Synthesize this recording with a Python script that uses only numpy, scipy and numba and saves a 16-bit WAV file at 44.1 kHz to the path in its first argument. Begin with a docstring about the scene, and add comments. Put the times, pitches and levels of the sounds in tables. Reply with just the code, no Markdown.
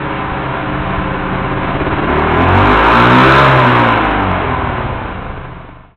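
"""A small block-walled workshop: a motorcycle on a roller test stand idles fast and lumpy, sweeps up to a peak,
coasts down and sinks to a slow idle while the sound fades out. Sine orders of the crank make the exhaust note,
with pipe and room resonances; noise, ticks and gear tones ring the engine cases. Tread hums as it coasts down,
low puffs thump the microphone, and a narrow-band microphone flattens the loudest peaks."""
import sys
import numpy as np
from scipy import signal
from scipy.fft import irfft
from scipy.io import wavfile
from scipy.ndimage import uniform_filter1d, map_coordinates
from numba import njit

SR = 44100
rng = np.random.default_rng(int(sys.argv[2]) if len(sys.argv) > 2 else 0)


def file_out(sig):
    """Save sig as 16-bit WAV at sys.argv[1]."""
    # one column per channel
    cols = np.atleast_2d(sig).T
    # limit, then scale
    lim = np.clip(cols, -1, 1)
    pcm = np.round(lim * 32767).astype(np.int16)
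    wavfile.write(sys.argv[1], SR, pcm)


N = 262836
TIME_S = np.arange(N) / SR

# crank speed, before its corners are rounded off: [t/s, f/Hz]
CRANK_SPEED = [(0, 34.3), (1.1, 33.15), (1.6, 33.64), (2.1, 36.14), (2.31, 39.54), (2.93, 57.62),
               (3.42, 69.08), (3.56, 65.03), (3.87, 57.53), (4.29, 46.66), (4.61, 39.22), (5.0, 30.82),
               (5.3, 26.95), (5.6, 24.98), (5.96, 25.24)]
# midpoints of the moves: throttle opens, throttle shuts, engine settles: [t/s, duration/s]
THROTTLE_CHANGES = [(2.079, 0.046), (3.47, 0.033), (4.502, 0.33)]
# balance of the exhaust orders in each state: [multiple of crank speed, relative level/dB]
FAST_IDLE_ORDERS = [(0.5, -9), (1, 1), (1.5, -10), (2, -2.5), (2.5, -10.5), (3, -3), (3.5, -8), (4, 5),
                    (4.5, -30), (5, -12.5), (5.5, 5), (6, -8.5), (6.5, -16.5), (7, -23.5), (7.5, -24.5),
                    (8, -6.5), (8.5, -18.5), (9, 0.5), (9.5, -7.5), (10, -15), (10.5, -24), (11, -11),
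                    (11.5, -7.5), (12, -6), (16, -4), (16.5, -11.5), (20, -6)]
PULLING_ORDERS = [(1, -12.5), (2, -3), (3, -10), (4, -8.5), (5, -10), (5.5, -25), (6, -12), (7, -12),
                  (8, -15), (9, -14), (10, -12), (11, -13), (12, -21)]
COASTING_ORDERS = [(1, -10.5), (2, 5), (3, -16), (4, -3), (5, -13.5), (5.5, -19), (6, -9.5), (7, -22),
                   (8, -15), (9, -9.5), (9.5, -7.5), (10, -17.5), (11, -17.5), (12, -20.5), (14, -13.5)]
SETTLING_ORDERS = [(1, -9), (1.5, -0.5), (2, 2.5), (2.5, -3), (3, 3.5), (3.5, -2.5), (4, -1), (5, -25),
                   (6, -14.5), (6.5, -1), (8, -9.5), (8.5, -13)]  # while the revs sink to idle
SLOW_IDLE_ORDERS = [(1, 2.5), (1.5, -12), (2, -5), (2.5, -8), (3, -1), (3.5, -5), (4, -11.5), (4.5, -18),
                    (5, 2), (5.5, -13), (6.5, -6), (7, -8.5), (7.5, -5.5), (8, -22)]
# pipe and room resonances: [f/Hz, width/Hz, level/dB]
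PIPE_MODES = [(28, 45, -1.5), (51.4, 8, 9), (66, 13, 0), (83.5, 14, -2), (94.1, 10, 4.5), (134.2, 45.5, 1),
              (186.5, 24.3, 2), (219.4, 5.1, -6), (232.5, 8.4, 4.5), (251.7, 13.7, 7.5), (298.8, 50.5, 5),
              (330.4, 30, 3), (357, 39.6, 4.5), (388.3, 41, 4.5), (505, 84, -8.5), (529.3, 28, 0.5),
              (613, 15, 0.5), (633, 74, 4)]
# engine cases ringing under the valve gear: [f/Hz, width/Hz, level/dB]
CASE_MODES = [(440, 148, -9), (706.5, 147, 0.5), (851, 343, -1.5), (1024, 76, 3), (1134, 85, -2),
              (1392, 362, -2), (1705, 500, -6.5), (2192, 199, -6.5), (2550, 780, -10.5), (3030, 1800, -17)]
# gear teeth meshing: [multiple of crank speed, pulling level/dB, coasting and slow idle level/dB],
# sine peak against the roar
GEAR_MESH = [(13, -25, -23.5), (14, -27.5, -22.5), (15, -21.5, -23), (16, -18.5, -17.5), (17, -20, -26),
             (18, -20, -19.5), (19, -25, -22.5), (20, -25.5, -26), (21, -21.5, -25.5), (22, -31, -38.5),
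             (23, -29, -34.5), (24, -28, -28.5), (25, -24.5, -23), (26, -26, -19), (28, -27.5, -20)]
# exhaust puffs that reach the microphone: [t/s, level/dB]
PUFF_TIMES = [(0.319, -12), (0.738, -17), (0.798, -14), (0.849, -24), (0.978, -10), (1.747, -16),
              (1.811, -13.5), (1.88, -13.5), (1.93, -11), (1.99, -17), (4.719, -18), (4.829, -20),
              (4.858, -12), (4.948, -11), (4.979, -13), (5.019, -27), (5.152, -21), (5.229, -22),
              (5.299, -9), (5.38, -14)]
# one value a state (fast idle, pulling, coasting, slow idle): [level/dB]
RUSH_DB = [-9.5, -12.5, -13, -8]  # gas rush against a note of rms 1
TICKS_DB = [-15, -14, -12, -15]  # valve and firing ticks against the roar
RATTLE_DB = [-13, -10, -11.5, -12.5]  # chain and valve gear rattle against the roar

# base level in the same four states at the reference speed, and rise per doubling of speed
REFERENCE_HZ = 34
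EXHAUST_DB, EXHAUST_DB_PER_OCTAVE = [-19.5, -15, -17, -19.5], [5.6, 6.2, 7.1, 2.9]
CLATTER_DB, CLATTER_DB_PER_OCTAVE = [-18.5, -17, -23.5, -19.5], [14, 10.2, 15.1, 6.1]
# the idle warms to its level at the start; the throttle is eased off its stop before it opens
SETTLE_DB, SETTLE_S = -1.5, 0.83
EASE_FROM_S, EASE_TAKES_S, EASE_EXHAUST_DB, EASE_CLATTER_DB = 1.17, 0.68, 0.5, 0.45
# hand-over from the settling orders to the slow idle orders
SETTLED_S, SETTLED_TAKES_S = 5.22, 0.14
SETTLING_DRIVE = .5  # how strongly the uneven settling note excites the resonances, 0-1
# early in the idle these orders swell: {multiple of crank speed: starting trim/dB}
SWELLING_DB, SWELL_FROM_S, SWELL_TAKES_S = {1: -14, 3: -16, 5.5: -5.5}, 0.42, 0.51
# part-way down the coasting note loses its second order
DROP_S, DROP_TAKES_S, DROP_DB = 3.98, 0.12, -7.5
# waver of every order, extra while settling, extra above order 2.5; share of the first removed in fast idle
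WAVER_DB, SETTLING_WAVER_DB, UPPER_WAVER_DB, IDLE_STEADIES = 1.0, 1.0, 1.5, .4
# the room answers a gliding tone late, and cancels it at one pitch (depth 0-1)
ROOM_LAG_S, NULL_HZ, NULL_WIDTH_HZ, NULL_DEPTH = 0.027, 107.8, 6.2, 0.44
# hard firing once a cycle: moments that set its beat before and after the sweep, depth of the lump
HARD_FIRING_S = 1.865, 5.295
LUMP_EASING, LUMP_SLOW, LUMP_BELOW_HZ, LUMP_RANGE_HZ = .34, .14, 29, 3.3
# hard firing barks: level when fully eased, band, spread from pulse to pulse; slow idle against easing
BARK_DB, BARK_HZ, BARK_WIDTH_HZ, BARK_SCATTER_DB, SLOW_BARK_DB = -23, 328, 180, 2.0, -18
PUFF_HZ, PUFF_DECAY_CYCLES = 77, 0.99
ROAR_FLICKER_DB, GEAR_SLIP_RAD = .45, .36
# under load the cases shout in a higher band
LOAD_HZ, LOAD_WIDTH_HZ, LOAD_DB, LOAD_FROM_S, LOAD_TAKES_S = 1345, 130, -5, 2.31, 1
# tread hum: fade-in and fade-out starts, first pitch, slowing as a share per second
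TREAD_FROM_S, TREAD_OFF_FROM_S, TREAD_HZ, TREAD_SLOWING = 3.6, 4.92, 608, .42
TREAD_DB, TREAD_DB_PER_S, TREAD_WAVER_DB = -31, -1, 2.5  # drive into the resonances
WALLS_T60_S, WALLS_DB = 0.41, -5.5
MIC_HZ, CEILING, TOP_HZ = 3900, .7, 15780
RASP_DB = -11  # how much of the overload's treble passes the narrow band
FADE_FROM_S, FADE_TO_S = 4.61, 5.964


def exhaust(hz, turns, share):
    """Firing repeats over two turns, so the note is half-orders of the crank, with gas rush and buffeting."""
    settled = ramp(SETTLED_S - SETTLED_TAKES_S / 2, SETTLED_TAKES_S)
    gains = order_gains(hz, share, settled)
    waver_db = WAVER_DB * (1 - IDLE_STEADIES * share[0]) + SETTLING_WAVER_DB * share[3] * settled_not(settled)
    slip = 0.018 * walk(16)  # radians per half-order, shared by the whole note
    note = np.zeros(N)
    for half, gain in gains.items():
        level_db = waver_db * walk(7) + UPPER_WAVER_DB * (half > 5) * walk(30)
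        phase = half * (np.pi * turns + slip) + 2 * np.pi * rng.random()
        note += gain * undb(level_db) * np.sin(phase)
    idling = share[0] + share[3]
    return note + undb(np.dot(RUSH_DB, share)) * gas_rush(turns) + undb(-29.5 + 4.9 * idling) * buffet()


def settled_not(settled):
    """Weight of the uneven settling note, which gives way as the idle settles."""
    return 1 - settled


def order_gains(hz, share, settled):
    """Each state drives its own balance of half-orders; sweeping ones pass through the resonances."""
    weights = *share[:3], share[3] * settled_not(settled), share[3] * settled
    late_hz = np.interp(TIME_S - ROOM_LAG_S, TIME_S, hz)[::64]
    early = 1 - ramp(SWELL_FROM_S, SWELL_TAKES_S)
    tables = FAST_IDLE_ORDERS, PULLING_ORDERS, COASTING_ORDERS, SETTLING_ORDERS, SLOW_IDLE_ORDERS
    gains = {}
    for table, weight in zip(tables, weights):
        total = np.sqrt(np.sum(undb(np.array(table)[:, 1]) ** 2) / 2)  # rms of the summed sines
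        for order, db in table:
            half = int(2 * order + .5)
            if table is FAST_IDLE_ORDERS:  # both idle tables already hold the resonances
                shaping = undb(SWELLING_DB.get(order, 0) * early)
            elif table is SLOW_IDLE_ORDERS:
                shaping = 1
            else:
                shaping = response(half * late_hz / 2).repeat(64)[:N]
            if table is SETTLING_ORDERS:
                shaping = shaping ** SETTLING_DRIVE
            if table is COASTING_ORDERS and order == 2:
                shaping = shaping * undb(DROP_DB * ramp(DROP_S, DROP_TAKES_S))
            gains[half] = gains.get(half, 0) + weight * shaping * undb(db) / total
    return gains


def gas_rush(turns):
    """Turbulent gas rings the pipe and surges once a turn."""
    hiss = svf(rng.standard_normal(N), 150.0, 210.0)
    return unit(ring(hiss, PIPE_MODES)) * (1 + 0.69 * np.cos(2 * np.pi * turns))


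def buffet():
    """Gas buffets the microphone as wavering noise around 22 Hz."""
    return unit(svf(rng.standard_normal(N), 22., 30.)) * undb(0.99 * walk(5))


def bark(cycles):
    """One pulse a cycle, uneven in strength, rings the upper pipe resonances."""
    cycle = np.floor(cycles).astype(int)
    strength = undb(BARK_SCATTER_DB * rng.standard_normal(N // 100))[cycle]
    pulses = np.clip(np.diff(cycle, prepend=cycle[0]), 0, 1) * strength
    band = svf(pulses, float(BARK_HZ), float(BARK_WIDTH_HZ))
    return undb(BARK_DB) * unit(ring(band, PIPE_MODES))


def puffs():
    """Each exhaust puff is about one cycle of low pressure swing under a Gaussian decay."""
    out = np.zeros(N + SR)
    phase = np.arange(int(3 * SR / PUFF_HZ)) * PUFF_HZ / SR
    puff = np.sin(2 * np.pi * phase) * np.exp(-(phase / PUFF_DECAY_CYCLES) ** 2)
    for s, db in PUFF_TIMES:
        out[int(s * SR):][:len(phase)] += undb(db) * puff
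    return out[:N]


def clatter(turns, share):
    """Chain and tyre roar, ticks, rattle and gear whine all strike the engine cases, which ring."""
    roar = rng.standard_normal(N) * (1 + 0.041 * np.cos(2 * np.pi * turns + 1.7))
    drive = roar * undb(ROAR_FLICKER_DB * walk(13))
    ticks = unit(np.diff(np.floor(turns), prepend=0))  # one a turn
    drive += undb(np.dot(TICKS_DB, share)) * ticks
    drive += undb(np.dot(RATTLE_DB, share)) * rattle(turns)
    drive += gear_whine(turns, share)
    load = share[1] * ramp(LOAD_FROM_S, LOAD_TAKES_S) * undb(LOAD_DB)
    shout = svf(drive, float(LOAD_HZ), float(LOAD_WIDTH_HZ))
    return unit(ring(drive, CASE_MODES) - load * shout)


def rattle(turns, count=128):
    """A fixed pattern of knocks around the crank repeats each turn; its orders share one strength."""
    pattern = irfft(np.exp(2j * np.pi * rng.random(count // 2 + 1)), count)
    return unit(map_coordinates(pattern, [turns % 1 * count], mode="grid-wrap"))


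def gear_whine(turns, share):
    """Meshing teeth sing at multiples of crank speed, wavering in level and phase."""
    whine = np.zeros(N)
    for teeth, pull_db, coast_db in GEAR_MESH:
        gain = share[1] * undb(pull_db) + (share[2] + share[3]) * undb(coast_db)
        phase = 2 * np.pi * int(teeth + .5) * turns + GEAR_SLIP_RAD * walk(35)
        whine += gain * undb(1.2 * walk(9)) * np.sin(phase)
    return whine


def tread():
    """Tread blocks hum on the roller as the freed wheel slows, swelling at each pipe and room resonance."""
    since_s = TIME_S - TREAD_FROM_S
    hz = TREAD_HZ * np.exp(-TREAD_SLOWING * since_s)
    on = ramp(TREAD_FROM_S, 0.11) - ramp(TREAD_OFF_FROM_S, 0.54)
    level = undb(TREAD_DB + TREAD_WAVER_DB * walk(15) + TREAD_DB_PER_S * since_s)
    hum = np.sqrt(2) * np.sin(2 * np.pi * np.cumsum(hz) / SR)
    return on * level * response(hz) * hum


def walls(x):
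    """Block walls return a dense decaying tail, above the range where single room modes rule."""
    s = np.arange(int(.6 * SR)) / SR
    decay = np.exp(-np.log(1000) * s / WALLS_T60_S)
    tail = rng.standard_normal(len(s)) * decay * (s > .006)  # silent until the first return
    high = signal.sosfilt(signal.butter(2, 450, "high", fs=SR, output="sos"), x)
    return signal.fftconvolve(high, tail / np.linalg.norm(tail))[:N]


def response(hz):
    """Gain of pipe and room for a tone at hz; resonances are steep-sided and their powers add."""
    null = 1 - NULL_DEPTH * np.exp(-((hz - NULL_HZ) / NULL_WIDTH_HZ) ** 2)
    power = 0
    for mid, width, db in PIPE_MODES:
        detune = (hz / mid - mid / hz) * mid / width
        power = power + undb(db) ** 2 / (1 + detune ** 2) ** 2
    return null * np.sqrt(power)


def states():
    """Share of fast idle, pulling, coasting and slow idle over time; the shares add to 1."""
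    moves = [np.clip((TIME_S - at) / span + .5, 0, 1) for at, span in THROTTLE_CHANGES]
    return -np.diff([np.ones(N)] + moves + [np.zeros(N)], axis=0)


def loudness(levels_db, slopes_db, hz, share):
    """Level follows throttle state and crank speed."""
    octaves = np.log2(hz / REFERENCE_HZ)
    level_db = SETTLE_DB * (1 - ramp(0, SETTLE_S))
    for weight, db, slope in zip(share, levels_db, slopes_db):
        level_db = level_db + weight * (db + slope * octaves)
    return level_db


def ring(x, modes):
    """Sum of resonances, neighbours in opposite phase."""
    return sum((-1) ** k * undb(db) * svf(x, float(hz), float(width)) for k, (hz, width, db) in enumerate(modes))


@njit
def svf(x, hz, width):
    """State-variable band-pass, gain 1 at the centre."""
    y, band, low = np.empty(len(x)), 0., 0.
    g, k = np.tan(np.pi * hz / SR), width / hz
    for i in range(len(x)):
        v = (band + g * (x[i] - low)) / (1 + g * (g + k))
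        band, low, y[i] = 2 * v - band, low + 2 * g * v, k * v
    return y


def walk(rate):
    """Random levels held 1 / rate s and slewed twice; spread near 1.5."""
    k = int(SR / rate)
    steps = np.repeat(rng.standard_normal(N // k + 1), k)
    return 2.0 * uniform_filter1d(uniform_filter1d(steps, k), k)[:N]


def ramp(start, span):
    """Rises from 0 to 1 over span seconds."""
    return np.clip((TIME_S - start) / span, 0, 1)


def undb(db):
    """Gain of a level in dB."""
    return 10 ** (np.asarray(db) / 20)


def unit(x):
    """Scaled to rms 1."""
    return x / np.sqrt(np.mean(x ** 2))


def scene():
    """The motorcycle in its room: one crank drives exhaust and clatter, and the walls answer."""
    hz = uniform_filter1d(np.interp(TIME_S, *np.transpose(CRANK_SPEED)), SR // 20)
    turns = np.cumsum(hz) / SR + .3
    share = states()
    easing = ramp(EASE_FROM_S, EASE_TAKES_S) * share[0]
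    exhaust_db = loudness(EXHAUST_DB, EXHAUST_DB_PER_OCTAVE, hz, share) + EASE_EXHAUST_DB * easing
    clatter_db = loudness(CLATTER_DB, CLATTER_DB_PER_OCTAVE, hz, share) + EASE_CLATTER_DB * easing

    # the lumpy throb: one surge per two-turn cycle
    early, late = (turns[int(s * SR)] for s in HARD_FIRING_S)
    cycles = (turns - np.where(share[0] + share[1] > 0, early, late)) / 2
    lump = LUMP_EASING * easing + LUMP_SLOW * np.clip((LUMP_BELOW_HZ - hz) / LUMP_RANGE_HZ, 0, 1)
    throb = 1 + np.clip(lump, 0, .9) * np.cos(2 * np.pi * (cycles - .1))

    bike = undb(exhaust_db) * np.sqrt(throb) * exhaust(hz, turns, share)
    bike += undb(clatter_db) * throb * clatter(turns, share)
    bike += (easing + undb(SLOW_BARK_DB) * share[3]) * bark(cycles)
    bike += tread()
    return (bike + undb(WALLS_DB) * walls(bike) + puffs())[None]


def record(dry):
    """A narrow-band microphone flattens loud peaks; a little of their treble rasp passes. 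The end fades out."""
    band = signal.ellip(5, .3, 70, MIC_HZ, fs=SR, output="sos")
    heard = signal.sosfilt(band, dry)
    flat = np.clip(heard, -CEILING, CEILING)
    narrow = signal.sosfiltfilt(band, flat)
    treble = signal.butter(8, 4600, "high", fs=SR, output="sos")
    rasp = signal.sosfiltfilt(treble, flat - heard)
    fade = 1 - ramp(FADE_FROM_S, FADE_TO_S - FADE_FROM_S)
    faded = (narrow + undb(RASP_DB) * rasp) * fade
    return signal.sosfilt(signal.ellip(12, .2, 80, TOP_HZ, fs=SR, output="sos"), faded)


dry = scene()
out = record(dry)
file_out(out)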